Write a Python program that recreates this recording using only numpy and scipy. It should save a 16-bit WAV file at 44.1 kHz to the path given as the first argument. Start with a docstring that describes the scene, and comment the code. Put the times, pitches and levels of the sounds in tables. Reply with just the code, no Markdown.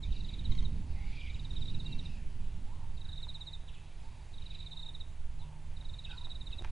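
"""From the start wind rumbles (shaped noise) over a quiet bush, a faint hum, insects and a hoarse far bird.
Wild dog pups jostle some way off at a waterhole: gliding whistles squeak and whine, hoarse yips come early,
then one low hoot, perhaps a far dove; a crowd of tiny whistles blurs into twitter. Nearer, a small bird and
its mate repeat slowing trills of falling chips. Now and then something knocks beside the microphone, as filtered
hits that ring a housing; near the end come a thin ring, a rattle of knocks and one dry tick."""
import sys
import numpy as np
from scipy import signal
from scipy.fft import rfft, irfft, next_fast_len
from scipy.io import wavfile
from scipy.ndimage import uniform_filter1d

SR = 44100
rng = np.random.default_rng(int(sys.argv[2]) if len(sys.argv) > 2 else 0)


def int16_out(signal):
    """Quantize to a 16-bit WAV file."""
    q = np.round(np.clip(np.atleast_2d(signal).T, -1, 1) * 32767)
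    wavfile.write(sys.argv[1], SR, q.astype(np.int16))


N = 295911
T = np.arange(N) / SR  # time in seconds

# Falling squeaks of the pups. Each row: start in seconds, length of the dive in seconds, top pitch in Hz,
# hold at the bottom in seconds, level in dB.
SQUEAKS = [(.112, .035, 3930, 0, -59), (1.194, 0.032, 3850, 0, -53), (1.232, 0.018, 3540, 0, -62),
           (1.26, .029, 3600, 0, -54.5), (1.35, .027, 3260, 0, -58), (3.673, .03, 4005, 0.00006, -56),
           (3.728, .04, 3850, 0.017, -59.5), (4.5, 0.026, 3800, 0.0027, -65),
           (4.53, 0.028, 4040, 0.0055, -60), (5.419, .035, 3980, 0, -67), (6.033, 0.038, 3950, 0.016, -55),
           (6.092, 0.032, 3830, 0.0048, -51.5), (6.498, 0.028, 4000, .024, -57.5)]
# Short whines and squeaks of the pups, some longer, with a smooth glide or steady pitch, and one low hoot
# at 0.82 s, perhaps a far dove. Each row: start in seconds, length in seconds, middle pitch in Hz,
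# glide from start to end in Hz, level in dB, waver as a share of the pitch.
GLIDES = [(0.024, 0.047, 2380, 450, -61, 0.031), (.13, .11, 2790, -280, -68, 0.0096),
          (.82, 0.33, 815, -1, -67.5, 0.048), (.945, .17, 2170, 154, -62, 0.042),
          (1.112, .06, 2435, 150, -58, 0.055), (1.166, 0.048, 2380, -100, -51, 0.024),
          (1.21, .06, 2370, -200, -53, 0.031), (1.267, 0.051, 2230, 150, -55, 0.037),
          (1.847, 0.062, 2765, 2, -54.5, .003), (1.894, .07, 2705, 32, -58.5, 0.0035),
          (2.001, .2, 2675, -250, -64, .045), (2.169, .05, 1800, -400, -69, .07),
          (3.029, .12, 1680, 0, -69.5, 0.065), (3.78, 0.062, 2610, -200, -68, .03),
          (5.391, 0.036, 3860, -700, -62, .038), (6.084, 0.059, 1505, -120, -57, 0.022)]
# Short hoarse yips of a pup. Each row: middle of the yip in seconds, pitch in Hz, level in dB.
YIPS = [(0.522, 1041, -49), (.553, 1093, -50), (.58, 1037, -52), (0.607, 1037, -55), (.627, 1060, -49.5)]
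# Loudness of the whole litter's chatter. Each row: time in seconds, level in dB before a common trim.
CHATTER = [(0, -60.5), (.35, -63), (.82, -70), (1.17, -60), (1.35, -64), (2.12, -64), (2.3, -70.5),
           (3.65, -72.5), (3.85, -69.5), (4.2, -69), (4.55, -64.5), (4.9, -75.5), (5.8, -73.5),
           (6.15, -65.5), (6.4, -75), (6.7, -70)]
# How loud the litter's twitters are at each pitch. Each row: pitch in Hz, level in dB.
TWITTER = [(1700, -15.5), (2200, -2), (2800, 0), (3600, -0.5), (4600, -4), (5600, -15), (7000, -11.5)]
# Trills of the two birds. Each row: first chip in seconds, last chip in seconds, number of chips,
# number of gaps until it slows, full level in dB before a common trim, extra dB at the soft start, pitch in Hz.
TRILLS = [(.038, .038, 1, 0, -41.5, 0, 3760), (.127, .656, 11, 4.9, -43, -6, 3805),
          (1.304, 1.685, 8, .5, -42, -8, 3760), (1.538, 2.061, 11, 4.8, -43, -7, 3815),
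          (2.980, 3.537, 12, 4.4, -42, -9, 3820), (3.122, 3.550, 9, 2.7, -43.5, -7, 3740),
          (4.343, 4.866, 11, 5.1, -43, -8, 3800), (4.518, 5.012, 11, 4.0, -42.3, -11, 3760),
          (5.772, 6.319, 11, 4.5, -43, -8, 3805), (6.217, 6.591, 8, 1.0, -42, -5, 3770)]
# Calls of the far bird. Each row: start in seconds, level of the first note in dB.
FAR_CALLS = [(.81, -71), (1.75, -70), (2.66, -60), (3.33, -66), (4.02, -65), (4.69, -65.5), (5.38, -62.5),
             (6.09, -61.5)]
# Knocks by the microphone. Each row: start in seconds, peak in dB before the echo, brightness limit in Hz.
KNOCKS = [(3.269, -47.5, 700), (3.636, -50, 350), (5.825, -47, 2500), (6.27, -44, 786), (6.593, -46, 600),
          (6.61, -46, 347), (6.64, -41, 4000), (6.647, -31.5, 3020), (6.676, -45.5, 2220)]
# Resonances of the knocked housing. Each row: pitch in Hz, width in Hz, strength in dB.
HOUSING = [(356, 89, 0.5), (875, 260, 4), (1680, 1000, -0.5), (2100, 64, -5), (2650, 70, -37),
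           (5150, 1600, -11)]
# Strength of the wind. Each row: time in seconds, rumble in dB and buffeting in dB, both before a trim.
WIND = [(0, -35.5, -48.5), (.15, -38, -46.5), (.41, -40.5, -45.5), (.5, -34, -42.5), (.75, -38.5, -41),
        (.85, -39.5, -46.5), (1.25, -41, -53), (1.55, -39, -45), (1.95, -40.5, -43.5), (2.2, -44, -50),
        (2.93, -42.5, -54.5), (3.1, -45, -58), (3.9, -51.5, -62.5), (4.05, -46.5, -56.5),
        (5.15, -47.5, -64.5), (5.33, -42.5, -57), (5.5, -47, -61), (6.71, -43.5, -55.5)]
# Tone colour of the wind's low rumble. Each row: frequency in Hz, level in dB.
RUMBLE = [(4, 7.5), (14, 9.5), (22, -1.5), (38, -3.5), (55, -5.5), (80, -8.5), (110, -13.5), (150, -31.5)]
# Tone colour of the wind's quicker buffeting. Each row: frequency in Hz, level in dB.
BUFFET = [(50, -18.5), (90, -5.5), (125, 0), (200, -6.5), (300, -17), (450, -26.5), (900, -45.5)]
# Tone colour of the quiet bush. 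Each row: frequency in Hz, level in dB.
BUSH = [(150, 6), (350, 4), (480, 1), (620, 3.5), (740, 1.5), (880, 5), (1200, -2.5), (1800, -3),
        (2600, -3.5), (3600, -7), (5000, -12), (7000, -12), (10500, -12.5)]


def undb(db):
    """Turn decibels into a gain."""
    return 10 ** (np.asarray(db) / 20)


def unit(x):
    """Scale a sound to an average (rms) strength of 1."""
    return x / np.sqrt(np.mean(x ** 2))


def curve(rows, column=1):
    """Join one column of a table by straight lines in time."""
    rows = np.array(rows)
    return np.interp(T, rows[:, 0], rows[:, column])


def add(out, start_s, x):
    """Mix x into out from a start time, cutting whatever falls outside."""
    i = int(start_s * SR)
    x = x[max(-i, 0):max(N - i, 0)]
    out[max(i, 0):max(i, 0) + len(x)] += x


def noise(points):
    """Make noise of strength 1 whose tone colour follows (Hz, dB) points."""
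    hz, db = np.transpose(points)
    size = next_fast_len(N, True)
    f = np.maximum(np.arange(size // 2 + 1) * SR / size, 1)
    gain = undb(np.interp(np.log(f), np.log(hz), db, left=-200, right=-200))
    spectrum = rfft(rng.standard_normal(size)) * gain
    return unit(irfft(spectrum, size)[:N])


def walk(rate_hz):
    """Wander smoothly and at random around 0, with a spread near 1."""
    k = max(int(SR / rate_hz), 1)
    steps = np.repeat(rng.standard_normal(N // k + 1), k)
    return 1.2 * uniform_filter1d(steps, k)[:N]


def resonance(x, hz, width_hz):
    """Ring at one pitch, with gain 1 at its centre."""
    return signal.lfilter(*signal.iirpeak(hz, hz / width_hz, SR), x)


def pan(x, db):
    """Place a sound between the two sides, by left minus right in dB."""
    return x * undb(np.array([[db], [-db]]) / 2)


def scatter(x, t60, wet_db, delay=0.0042):
    """Sound thrown back by trunks and brush: a tail that builds over delay (s) and fades 60 dB in t60 (s)."""
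    t = T[:SR * 3 // 2]
    fade = undb(-60 * t / t60) * (1 - np.exp(-(t / delay) ** 2))
    tail = rng.standard_normal(len(t)) * fade
    return undb(wet_db) * signal.fftconvolve(x, tail / np.linalg.norm(tail))[:N]


def pups(yip_s=0.0028):
    """Squeaks, whines, one low hoot and a quick run of six-harmonic yips, with the bush ringing after them."""
    out = np.zeros(N)
    for s, length, top_hz, hold_s, db in SQUEAKS:
        add(out, s, undb(db) * dive(length, top_hz, hold_s))
    for s, length, hz, glide_hz, db, waver in GLIDES:
        pitches = (hz - glide_hz / 2, hz, hz + glide_hz / 2)
        add(out, s, undb(db) * squeak(length, pitches, waver))

    t = T[:SR // 40] - 1 / 80  # zero at the middle of a yip
    for s, hz, db in YIPS:
        rough = 0.12 * rng.standard_normal(len(t))  # random pitch makes it hoarse
        phase = 2 * np.pi * np.cumsum(hz * (1 - 4 * t + rough)) / SR
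        mouth = enumerate([-8, -5.5, -4.5, -6, -17, -13.0])  # dB of each harmonic
        voice = sum(undb(mouth_db) * np.sin((k + 1) * phase) for k, mouth_db in mouth)
        add(out, s + t[0], undb(db) * np.exp(-(t / yip_s) ** 2) * voice)

    near_echo = scatter(out, t60=0.15, wet_db=-3.0)
    far_echo = scatter(out, t60=0.48, wet_db=-12.0, delay=0.023)
    return out + near_echo + far_echo


def dive(length, top_hz, hold_s, waver=.017, dive_share=.35, rebound_hz_per_s=5500):
    """A whistle loses a share of its top pitch, then may linger at the bottom while it creeps up."""
    t = T[:int((length + max(hold_s, 0)) * SR)]
    fall = np.sin(np.pi / 2 * np.minimum(t / length, 1)) ** 2
    rebound = rebound_hz_per_s * np.maximum(t - length, 0)
    return whistle(top_hz * (1 - dive_share * fall) + rebound, waver)


def squeak(length, pitches, waver=0.025):
    """A whistle glides smoothly through three pitches."""
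    u = np.linspace(0, 1, max(int(length * SR), 8))
    bend = np.polyval(np.polyfit([0, .5, 1], pitches, 2), u)
    return whistle(bend, waver)


def whistle(bend, waver, octave_db=-26):
    """A thin voice follows a pitch curve; the more its pitch wavers, the more its level flutters."""
    u = np.linspace(0, 1, len(bend))
    chance = rng.standard_normal((2, 160))  # 400 random points a second
    tremor, flutter = (np.interp(T[:len(bend)] * 400, np.arange(160), row) for row in chance)
    phase = 2 * np.pi * np.cumsum(bend * (1 + waver * tremor)) / SR
    envelope = np.sqrt(4 * u * (1 - u)) * (1 + min(14 * waver, .6) * flutter)
    return envelope * (np.sin(phase) + undb(octave_db) * np.sin(2 * phase))


def litter(count=1700, level_db=-0.5):
    """Many small falling twitters, heard mostly by way of the bush, which blurs them to a hiss."""
    out = np.zeros(N)
    points_hz, points_db = np.transpose(TWITTER)
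    for when, length, pitch in rng.random((count, 3)):
        hz = points_hz[0] + pitch * (points_hz[-1] - points_hz[0])
        gain = undb(np.interp(hz, points_hz, points_db))
        twitter = squeak(0.01097 + 0.0209 * length, hz * np.array([1.15, 1, .88]))
        add(out, when * N / SR, gain * twitter)
    blurred = unit(out + scatter(out, t60=0.45, wet_db=7))
    return blurred * undb(curve(CHATTER) + level_db)


def trill(length_s=0.0047, fall_hz_per_s=24000, onset_hz=50, onset_db=-32, lead=0.21, octave_db=-28,
          rough_hz=35, trim_db=1.0):
    """Each chip is a whistle that dives from a soft high start, loudest as it crosses the throat's resonance."""
    out = np.zeros(N)
    t = T[:SR // 20] - 1 / 40  # zero at the middle of a chip
    notes = chips()
    for (s, db, hz), chance in zip(notes, rng.standard_normal((len(notes), 20))):
        u = t * np.clip(undb(-(db + 43) * .4), .95, 1.35)  # soft chips are quicker
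        quiver = np.interp(t, np.linspace(t[0], t[-1], len(chance)), chance)
        steep_start = onset_hz * np.maximum(-u / .008, 0) ** 2
        pitch_hz = hz + steep_start - fall_hz_per_s * u + rough_hz * quiver
        phase = 2 * np.pi * np.cumsum(pitch_hz) / SR

        blow = np.exp(-((u + .001) / .012) ** 4) * (1 + .4 * quiver)
        throat = np.exp(-(u / length_s) ** 2)
        onset = np.exp(-((u + .015) / .004) ** 2)
        envelope = (1 - lead) * throat + lead * blow + undb(onset_db) * onset
        octave = undb(octave_db) * (throat + blow) / 2 * np.sin(2 * phase)
        add(out, s + t[0], undb(db + trim_db) * (envelope * np.sin(phase) + octave))

    near_echo = scatter(out, t60=0.14, wet_db=-11.5, delay=0.0033)
    far_echo = scatter(out, t60=0.65, wet_db=-18.5, delay=0.015)
    return out + near_echo + far_echo


def chips(slowdown=1.64, slowing_chips=.8, swell_chips=6.0, scatter_db=.5, scatter_hz=11):
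    """Trills start quick and soft, swell and slow down; gives (s, level dB, pitch Hz) for every chip."""
    rows = []
    for first_s, last_s, count, turn, full_db, soft_db, hz in TRILLS:
        k = np.arange(int(round(count)))
        # late gaps are slowdown times the early ones; the change is spread over slowing_chips
        gaps = 1 + (slowdown - 1) / (1 + np.exp((turn - k) / slowing_chips))
        beats = np.cumsum(gaps) - gaps
        times = first_s + (last_s - first_s) * beats / max(beats[-1], 1)
        chance = rng.standard_normal((len(k), 2))
        swell = soft_db * np.maximum(1 - k / swell_chips, 0)
        db = full_db + swell + scatter_db * chance[:, 0]
        rows += zip(times, db, hz + scatter_hz * chance[:, 1])
    return rows


def knocks():
    """Each knock is a sharp hit with a short rattle; it is dulled to its brightness and rings the housing."""
    out = np.zeros(N)
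    t = T[:SR // 10]
    for s, db, bright_hz in KNOCKS:
        push = .07 * rng.standard_normal(len(t)) * np.exp(-t / .007)
        push[0] += 1
        push = signal.lfilter(*signal.butter(2, min(bright_hz, SR / 3), fs=SR), push)
        ring = sum(undb(mode_db) * resonance(push, hz, width) for hz, width, mode_db in HOUSING)
        add(out, s, undb(db) * ring / np.abs(ring).max())
    return out + scatter(out, t60=.2, wet_db=-8.5, delay=0.0027)


def tick(db=-36, relax_s=0.0012):
    """One dry tick: a sudden step that relaxes."""
    out = np.zeros(N)
    step = -undb(db) * np.exp(-T[:SR // 50] / relax_s)
    add(out, 6.623, step)
    return out


def ping(hz=1370, db=-66, t60=1.0):
    """A faint thin ring: a pure tone that starts at 6.1 s and fades."""
    t = np.maximum(T - 6.1, 0)
    return undb(db - 60 * t / t60) * np.sin(2 * np.pi * hz * t)


def far_bird(rise_s=.09, fall_s=0.1366, gap_s=.09, start_hz=810, top_hz=1030, end_hz=860, second_db=-2):
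    """A hoarse call from far away, one note up and one down, smeared by the trees."""
    out = np.zeros(N)
    for s, db in FAR_CALLS:
        up = squeak(rise_s, (start_hz, 900, top_hz), waver=0.044)
        down = squeak(fall_s, (top_hz, 920, end_hz), waver=.07)
        add(out, s, undb(db) * up)
        add(out, s + gap_s, undb(db + second_db) * down)
    return out + scatter(out, t60=0.32, wet_db=-8.5, delay=.04)


def insect(hz=7310, db=-75):
    """A high, slightly rough tone is let through in paired chirps on a steady beat."""
    cycle = (T + .035) % .268  # seconds into each beat
    first = np.exp(-((cycle - .035) / .014) ** 2)
    second = np.exp(-((cycle - .073) / .014) ** 2)
    phase = 2 * np.pi * np.cumsum(hz + 45 * walk(310)) / SR
    return undb(db) * (first + second) * np.sin(phase)


def shrill(hz=6520, db=-85):
    """A fainter insect simmers behind the first: a tone of unsteady pitch and level."""
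    flicker_db, spread_hz = 3 * walk(25), 130 * walk(600)
    return undb(db + flicker_db) * np.sin(2 * np.pi * np.cumsum(hz + spread_hz) / SR)


def wind(rumble_db=7.0, buffet_db=-3.0):
    """Slow pressure swings on the microphone; gusts add quicker eddies."""
    rumble = noise(RUMBLE) * undb(curve(WIND) + rumble_db)
    buffeting = noise(BUFFET) * undb(curve(WIND, column=2) + buffet_db)
    return rumble + buffeting


def bush(hiss_db=-64, hum_hz=150.7, hum_db=-59):
    """Soft outdoor hiss and the hum of a distant motor, wavering in pitch and level."""
    phase = 2 * np.pi * np.cumsum(hum_hz + 0.756 * walk(4.6)) / SR
    hum = np.sin(phase) * undb(hum_db + 2.3 * walk(3.92))
    hiss = noise(BUSH) * undb(hiss_db + .5 * walk(3.58))
    return hiss + hum


def scene():
    """All sources lie near the middle, most of them a little louder on the right; soft air differs per side."""
    air = np.array([noise(BUSH), noise(BUSH)]) * undb(-78.5)
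    others = pups() + litter() + knocks() + tick() + ping() + far_bird() + bush()
    # pans are left minus right in dB
    right_of_centre = pan(trill(), -3) + pan(others, -1.56) + pan(wind(), -3.5)
    return right_of_centre + insect() + shrill() + air


def record(dry, top_hz=10800):
    """The sound eases in and out over 5 ms, and the recorder cuts everything above its top frequency steeply."""
    ease = np.minimum(np.minimum(T, T[-1] - T) / .005, 1)
    low_pass = signal.ellip(10, .2, 70, top_hz, fs=SR, output="sos")
    return signal.sosfilt(low_pass, dry * ease)


dry = scene()
out = record(dry)
int16_out(out)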